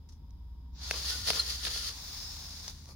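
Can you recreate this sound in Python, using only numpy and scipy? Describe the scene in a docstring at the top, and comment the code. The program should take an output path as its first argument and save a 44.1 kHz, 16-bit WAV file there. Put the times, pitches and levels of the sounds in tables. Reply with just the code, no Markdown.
"""A machine hums and a far engine drones in a walled yard; a tool clicks as it is handled.
Then a cordless drill whirrs up and turns an auger in hard dry soil. Grit scrapes and rings the steel bit,
earth crumbles, a few stones crack and the bit squeaks on them, until it spins free and stops with a click.
A shoe scuffs the dirt. The wall sends a faint, quick echo of the work back to the microphones."""
import sys
import numpy as np
from scipy import signal
from scipy.fft import rfft, irfft, next_fast_len
from scipy.io import wavfile

SR = 44100
rng = np.random.default_rng(int(sys.argv[2]) if len(sys.argv) > 2 else 0)


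def transcribe(signal):
    """Save signal, clipped to [-1, 1], as a 16-bit WAV file at the path in sys.argv[1]."""
    frames = np.atleast_2d(signal).T
    limited = np.clip(frames, -1, 1)
    pcm = np.round(limited * 32767).astype(np.int16)
    wavfile.write(sys.argv[1], SR, pcm)


N = 130095
T = np.arange(N) / SR
SIZE = 2 * next_fast_len(N // 2 + 8192)
HZ = np.maximum(np.arange(SIZE // 2 + 1) * SR / SIZE, 1)
GRAINS_PER_S, CRUMB_SPREAD_DB, BURST_ATTACK_S = 14000, 2.5, 0.00082

# Bright scraping grit and duller crumbling earth. Each row: frequency in Hz, relative level in dB.
GRIT_COLOUR = [(300, -38), (900, -32.5), (1800, -10), (2400, -16), (3300, -5.5), (3900, -5), (4600, 0),
               (5200, -2), (5700, -6.5), (6500, -7.5), (8200, -24), (9400, -11.5), (11000, -18),
               (13800, -21)]
CRUMB_COLOUR = [(120, -5.5), (300, 1), (450, 7), (700, -2.5), (950, 0), (1200, 4), (1450, -1.5),
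                (1700, -5.5), (2400, -1.5), (4000, 1), (9000, -46)]
# The ground's dull knock. Each row: frequency in Hz, width in Hz, gain in dB.
THUD_MODES = [(193, 97, -15), (446, 64, -9), (675, 155, -2), (1030, 270, -5.5)]


def from_db(db):
    """Decibels to gain."""
    return 10 ** (np.asarray(db) / 20)


def rms_one(x):
    """Scale to an rms of one."""
    return x / np.sqrt(np.mean(x ** 2) + 1e-20)


def gain_in_time(rows):
    """A level curve as a gain at every sample, silent before and after."""
    s, db = np.transpose(rows)
    return from_db(np.interp(T, s, db)) * (T >= s[0]) * (T <= s[-1])


def over_hz(points):
    """A table joined by straight lines in log frequency."""
    hz, value = np.transpose(points)
    return np.interp(np.log(HZ), np.log(hz), value)


def swell(s, width_s):
    """A smooth rise and fall around a moment."""
    return np.exp(-((T - s) / width_s) ** 2 / 2)


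def burst(s, decay_s):
    """A quick rise and an exponential fall."""
    age = np.maximum(T - s, 0)
    return np.minimum(age / BURST_ATTACK_S, 1) * np.exp(-np.minimum(age / decay_s, 50))


def drift(rate_hz):
    """Random wander with an rms of one, mostly slower than the given rate."""
    return rms_one(irfft(rfft(rng.standard_normal(SIZE)) / (1 + (HZ / rate_hz) ** 2))[:N])


def colour(x, spectrum):
    """Causal filter of the given colour that keeps the power of white noise."""
    cepstrum = irfft(np.log(rms_one(from_db(over_hz(spectrum)))))
    cepstrum[1:SIZE // 2] *= 2
    cepstrum[SIZE // 2 + 1:] = 0
    return irfft(rfft(x, SIZE) * np.exp(rfft(cepstrum)))[..., :N]


def resonate(x, hz, width_hz):
    """One resonance."""
    r = np.exp(-np.pi * width_hz / SR)
    return signal.lfilter([1, 0, -1], [1, -2 * r * np.cos(2 * np.pi * hz / SR), r * r], x)


def noise():
    """Two unrelated white noises."""
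    return rng.standard_normal((2, N))


def narrow_noise(hz, width_hz):
    """Noise twice through one resonance."""
    return rms_one(resonate(resonate(noise(), hz, width_hz), hz, width_hz))


def grains(per_s, spread_db):
    """Random tiny impacts, many weak and a few strong."""
    sizes = from_db(spread_db * np.minimum(rng.exponential(1, N), 5))
    return rms_one((rng.random(N) < per_s / SR) * sizes * rng.choice([-1, 1], (2, N)))


def strike(blows, modes):
    """Blows, each a time in seconds and a level in dB, ring a body's modes; all mid, no side."""
    hits = np.zeros(N)
    for s, db in blows:
        hits[int(s * SR)] += from_db(db)
    ring = sum((-1) ** k * from_db(db) * resonate(hits + 1e-18, hz, width)
               for k, (hz, width, db) in enumerate(modes))
    return np.array([ring / 2, np.zeros(N)])


def delayed(x, s):
    """The signal s seconds later."""
    return irfft(rfft(x, SIZE) * np.exp(-2j * np.pi * HZ * s))[:N]


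def at_microphones(pair):
    """Mid and side become left and right: alike in the bass, diffuse in the treble, leaning left."""
    # Each row: frequency in Hz, likeness of left and right (1 or more is fully alike).
    likeness = [(70, 1.7), (140, 0.83), (700, 0.86), (1600, 0.74), (2600, 0), (5000, -0.16), (15000, 0.12)]
    # Each row: frequency in Hz, left minus right in dB.
    balance = [(60, 3.5), (99, -2.5), (160, 1.5), (270, -0.5), (450, 5), (1220, 6.5), (3330, -0.5),
               (5500, 2)]
    mid, side = rfft(pair, SIZE)
    alike, sign = np.clip(over_hz(likeness), -1, 1), np.array([[1], [-1]])
    both = np.sqrt((1 + alike) / 2) * mid + sign * np.sqrt((1 - alike) / 2) * side
    return irfft(both * from_db(sign * over_hz(balance) / 2))[:, :N]


def yard_air():
    """Low rumble and faint hiss all around; the rumble swells once, briefly."""
    # Each row of both: frequency in Hz, relative level in dB.
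    rumble_colour = [(12, -51), (26, -42), (37, 9), (60, -2.5), (115, -2.5), (170, -7), (250, -12.5),
                     (350, -23), (650, -38), (950, -26.5), (1300, -41.5), (3000, -74), (8000, -87)]
    hiss_colour = [(1000, -11), (2800, -12.5), (3600, -2), (4350, -11.5), (5100, 1), (5900, -19.5),
                   (6400, -13), (8000, -24.5), (12000, -14), (15500, -16.5)]
    rumble = from_db(-53) * colour(noise(), rumble_colour)
    hiss = from_db(-74) * colour(noise(), hiss_colour)
    bump = from_db(-46.5) * narrow_noise(hz=103, width_hz=48) * swell(s=1.23, width_s=.05)
    return at_microphones(rumble + hiss + bump)


def far_engine():
    """In the distance an engine drones on one low tone that glides up, then sinks and fades."""
    # Each row: time in seconds, pitch in Hz, rms level in dB.
    glide = [(0, 54.55, -67), (.35, 56.53, -47), (.7, 62.27, -45.5), (1.1, 65.1, -43), (1.32, 62.7, -50.5),
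             (1.48, 62.37, -42.5), (1.8, 57.14, -48.5), (2.15, 52.5, -58), (2.55, 43.66, -61),
             (2.95, 41.3, -65)]
    s, hz, db = np.transpose(glide)
    phase = 2 * np.pi * np.cumsum(np.interp(T, s, hz)) / SR
    return np.sqrt(2) * from_db(np.interp(T, s, db)) * np.sin(phase)


def machine_hum(waver_db=1.0):
    """Behind the work a machine hums at a steady pitch, each tone wavering a little in level."""
    # Each row: frequency in Hz, rms level in dB.
    tones = [(75.4, -52.5), (150.8, -70.5), (263.8, -75.5), (942, -79)]
    return np.sqrt(2) * sum(from_db(db + waver_db * drift(0.73)) * np.sin(2 * np.pi * hz * T)
                            for hz, db in tones)


def shoe_scuff():
    """A soft crunch of earth and grit under a shifting sole."""
    crunch = grains(GRAINS_PER_S, CRUMB_SPREAD_DB) * swell(s=2.905, width_s=0.023)
    return from_db(-56.5) * colour(crunch, CRUMB_COLOUR) + from_db(-52.5) * colour(crunch, GRIT_COLOUR)


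def tool_clicks():
    """Handled or stopped, the tool's play closes: a sharp tick, a rattle, a faint knock on the ground."""
    # Each row: start in seconds, tick, rattle and thud levels in dB, rattle decay in seconds.
    clicks = [(0.089, -43, -55, -79, 0.014), (.121, -50, -60.5, -74, 0.021), (.307, -39, -60, -76, 0.0018),
              (2.6803, -12.5, -29, -46.5, 0.0014), (2.697, -42, -42, -49, 0.0058),
              (2.858, -26, -48, -62, 0.0012), (2.89, -26, -64, -48, 0.0015)]
    # Each row: frequency in Hz, relative level in dB.
    click_colour = [(2500, -13.5), (5800, 4.5), (8200, -16), (9800, -9), (12500, -21)]
    contacts, thuds = np.zeros((2, N)), []
    for s, tick_db, rattle_db, thud_db, decay_s in clicks:
        contacts += from_db(rattle_db) * burst(s, decay_s) * noise()
        contacts[0, int(s * SR)] += from_db(tick_db)
        thuds.append((s, thud_db))
    return colour(contacts, click_colour) + strike(thuds, THUD_MODES)


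def bit_squeaks(attack_s=0.0045, decay_s=0.0053, wobble=0.0084):
    """Steel sticks and slips on a stone; the third harmonic, near a mode of the bit, can shriek."""
    # Each row: start and hold in seconds, slip rate in Hz, fundamental and overtone gains in dB.
    squeaks = [(1.114, 0.044, 1479, -48, -57), (1.393, 0.0078, 1390, -41.5, -18.5)]
    # Each row: multiple of the slip rate, relative level in dB.
    harmonics = [(2, -23.5), (3, -1), (4, -26), (6, -27.5), (7, -22), (8, -28.5)]
    sound = np.zeros(N)
    for s, hold_s, hz, db, overtones_db in squeaks:
        age = np.maximum(T - s, 0)
        shape = np.minimum(age / attack_s, 1) * np.exp(-np.clip((age - hold_s) / decay_s, 0, 50))
        phase = 2 * np.pi * np.cumsum(hz * (1 + wobble * drift(190))) / SR
        overtones = sum(from_db(level_db) * np.sin(k * phase) for k, level_db in harmonics)
        sound += shape * (from_db(db) * np.sin(phase) + from_db(overtones_db) * overtones)
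    return sound


def stone_cracks():
    """Stones and clods fracture with a bright snap and a darker crunch; the jolt knocks ground and shaft."""
    # Each row: start in seconds, snap, crunch, thud and clank levels in dB, fracture decay in seconds.
    cracks = [(0.9095, -24, -41, -25.5, -13.5, 0.0028), (1.2734, -23, -36, -35.5, -25, 0.0021),
              (1.2854, -47, -26, -28, -31, 0.0029), (1.3025, -17.5, -17, -21, -20, 0.0021),
              (1.332, -50, -30, -40, -37, 0.0032), (1.6499, -29.5, -25.5, -48, -38, 0.0038),
              (1.668, -51, -31.5, -35, -32, 0.011), (1.76, -41, -42, -37.5, -32, 0.0033)]
    # Each row of both: frequency in Hz, relative level in dB.
    snap_colour = [(500, -27), (2500, -11), (4600, 5), (6300, -11.5), (8300, -13), (9800, -3), (15000, -28)]
    crunch_colour = [(300, -18), (900, -13.5), (1250, -3.5), (3000, 4.5), (4200, 9), (6500, -29)]
    # The shaft's hollow clank, damped by the soil. 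Each row: frequency in Hz, width in Hz, gain in dB.
    clank_modes = [(1590, 300, -6.5), (2120, 200, -8), (2580, 150, -5), (4370, 120, -6), (5610, 140, -6.5)]
    snap, crunch = np.zeros((2, N))
    thuds, clanks = [], []
    for s, snap_db, crunch_db, thud_db, clank_db, decay_s in cracks:
        snap += from_db(snap_db) * burst(s, decay_s)
        crunch += from_db(crunch_db) * burst(s, decay_s)
        thuds.append((s + BURST_ATTACK_S, thud_db))
        clanks.append((s + BURST_ATTACK_S, clank_db))
    fractures = rng.choice([-1, 1], (2, 2, N))
    knocks = strike(thuds, THUD_MODES) + strike(clanks, clank_modes)
    return colour(snap * fractures[0], snap_colour) + colour(crunch * fractures[1], crunch_colour) + knocks


def grinding():
    """Grit scrapes along the steel in small clumps and sets it ringing; duller crumbs break off."""
    # How hard the bit grinds and the earth crumbles. 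Each row of both: time in seconds, level in dB.
    grit_level = [(.78, -65), (.835, -48), (.9, -45), (.985, -38), (1.03, -41.5), (1.095, -33),
                  (1.17, -39.5), (1.24, -44), (1.285, -28.5), (1.33, -38), (1.38, -34), (1.43, -40.5),
                  (1.51, -36.5), (1.6, -45.5), (1.645, -37.5), (1.672, -35.5), (1.7, -38), (1.75, -35.5),
                  (1.83, -39.5), (1.888, -35), (1.908, -47.5), (1.95, -52)]
    crumb_level = [(.8, -87), (.85, -81), (.9, -59), (.94, -46), (1.0, -57), (1.14, -51), (1.23, -67),
                   (1.3, -47), (1.345, -50), (1.38, -45.5), (1.43, -57.5), (1.51, -54), (1.6, -68),
                   (1.675, -46), (1.71, -57.5), (1.76, -56.5), (1.82, -56), (1.88, -57), (1.94, -63)]
    # The steel bit's ring. Each row: frequency in Hz, width in Hz, level against the grit in dB.
    bit_modes = [(1440, 46, -22.5), (4350, 17, -19), (4520, 47, -18.5), (4800, 12, -16.5), (4950, 58, -17)]
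    grit = grains(GRAINS_PER_S, spread_db=0.5) * from_db(1.08 * drift(39))
    ringing = sum(from_db(db + 2.6 * drift(3.7)) * rms_one(resonate(grit, hz, width))
                  for hz, width, db in bit_modes)
    scrape = (colour(grit, GRIT_COLOUR) + ringing) * gain_in_time(grit_level)
    crumbs = grains(per_s=2500, spread_db=CRUMB_SPREAD_DB) * from_db(2 * drift(41))
    return scrape + colour(crumbs * gain_in_time(crumb_level), CRUMB_COLOUR)


def drill(spin_up_at_s=0.81, spin_up_length_s=0.093, dull_hz=7400):
    """Motor, fan and gears whirr, dull until up to speed, with a thin whine and, running free, a ring."""
    # Each row of all three: time in seconds, level in dB.
    whirr_level = [(.72, -80), (.76, -58), (.84, -43), (1.9, -51), (1.96, -45.5), (2.1, -44), (2.64, -47.5),
                   (2.7, -45.5), (2.73, -54), (2.84, -57.5), (2.95, -67)]
    whine_level = [(.73, -78), (.79, -78), (1.1, -61), (1.93, -79), (2.06, -57), (2.4, -65), (2.73, -78)]
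    ring_level = [(1.9, -61), (2.24, -44), (2.4, -52.5), (2.7, -52.5)]
    # Each row: frequency in Hz, relative level in dB.
    whirr_colour = [(550, -15), (900, -8.5), (1300, -11.5), (3100, -10), (3550, -2), (4800, 1.5),
                    (6600, -3.5), (8200, -18), (9400, -10), (11000, -17.5), (13800, -15)]
    bright = colour(noise() * from_db(0.88 * drift(76)), whirr_colour)
    dull = signal.sosfiltfilt(signal.butter(4, dull_hz, fs=SR, output="sos"), bright)
    speed = np.clip((T - spin_up_at_s) / spin_up_length_s, 0, 1)
    whirr = (dull + speed ** 2 * (bright - dull)) * gain_in_time(whirr_level)
    ring = narrow_noise(hz=5180, width_hz=590) * gain_in_time(ring_level)
    whine = narrow_noise(hz=15200, width_hz=580) * gain_in_time(whine_level)
    return whirr + ring + whine


def scene():
    """The work at the hole in front, its echo off the wall with sides swapped, and the yard behind."""
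    left_lag_s, wall_delay_s, wall_db = .00005, .029, -17.5
    left, right = at_microphones(drill() + grinding() + stone_cracks() + tool_clicks() + shoe_scuff())
    direct = np.array([delayed(left, left_lag_s), right])
    echo = np.array([delayed(right, wall_delay_s), delayed(left, wall_delay_s)])
    return direct + from_db(wall_db) * echo + bit_squeaks() + far_engine() + machine_hum() + yard_air()


def record(dry):
    """The highest treble is cut steeply."""
    cutoff_hz = 15850
    return signal.sosfilt(signal.ellip(12, .1, 80, cutoff_hz, fs=SR, output="sos"), dry)


dry = scene()
out = record(dry)
transcribe(out)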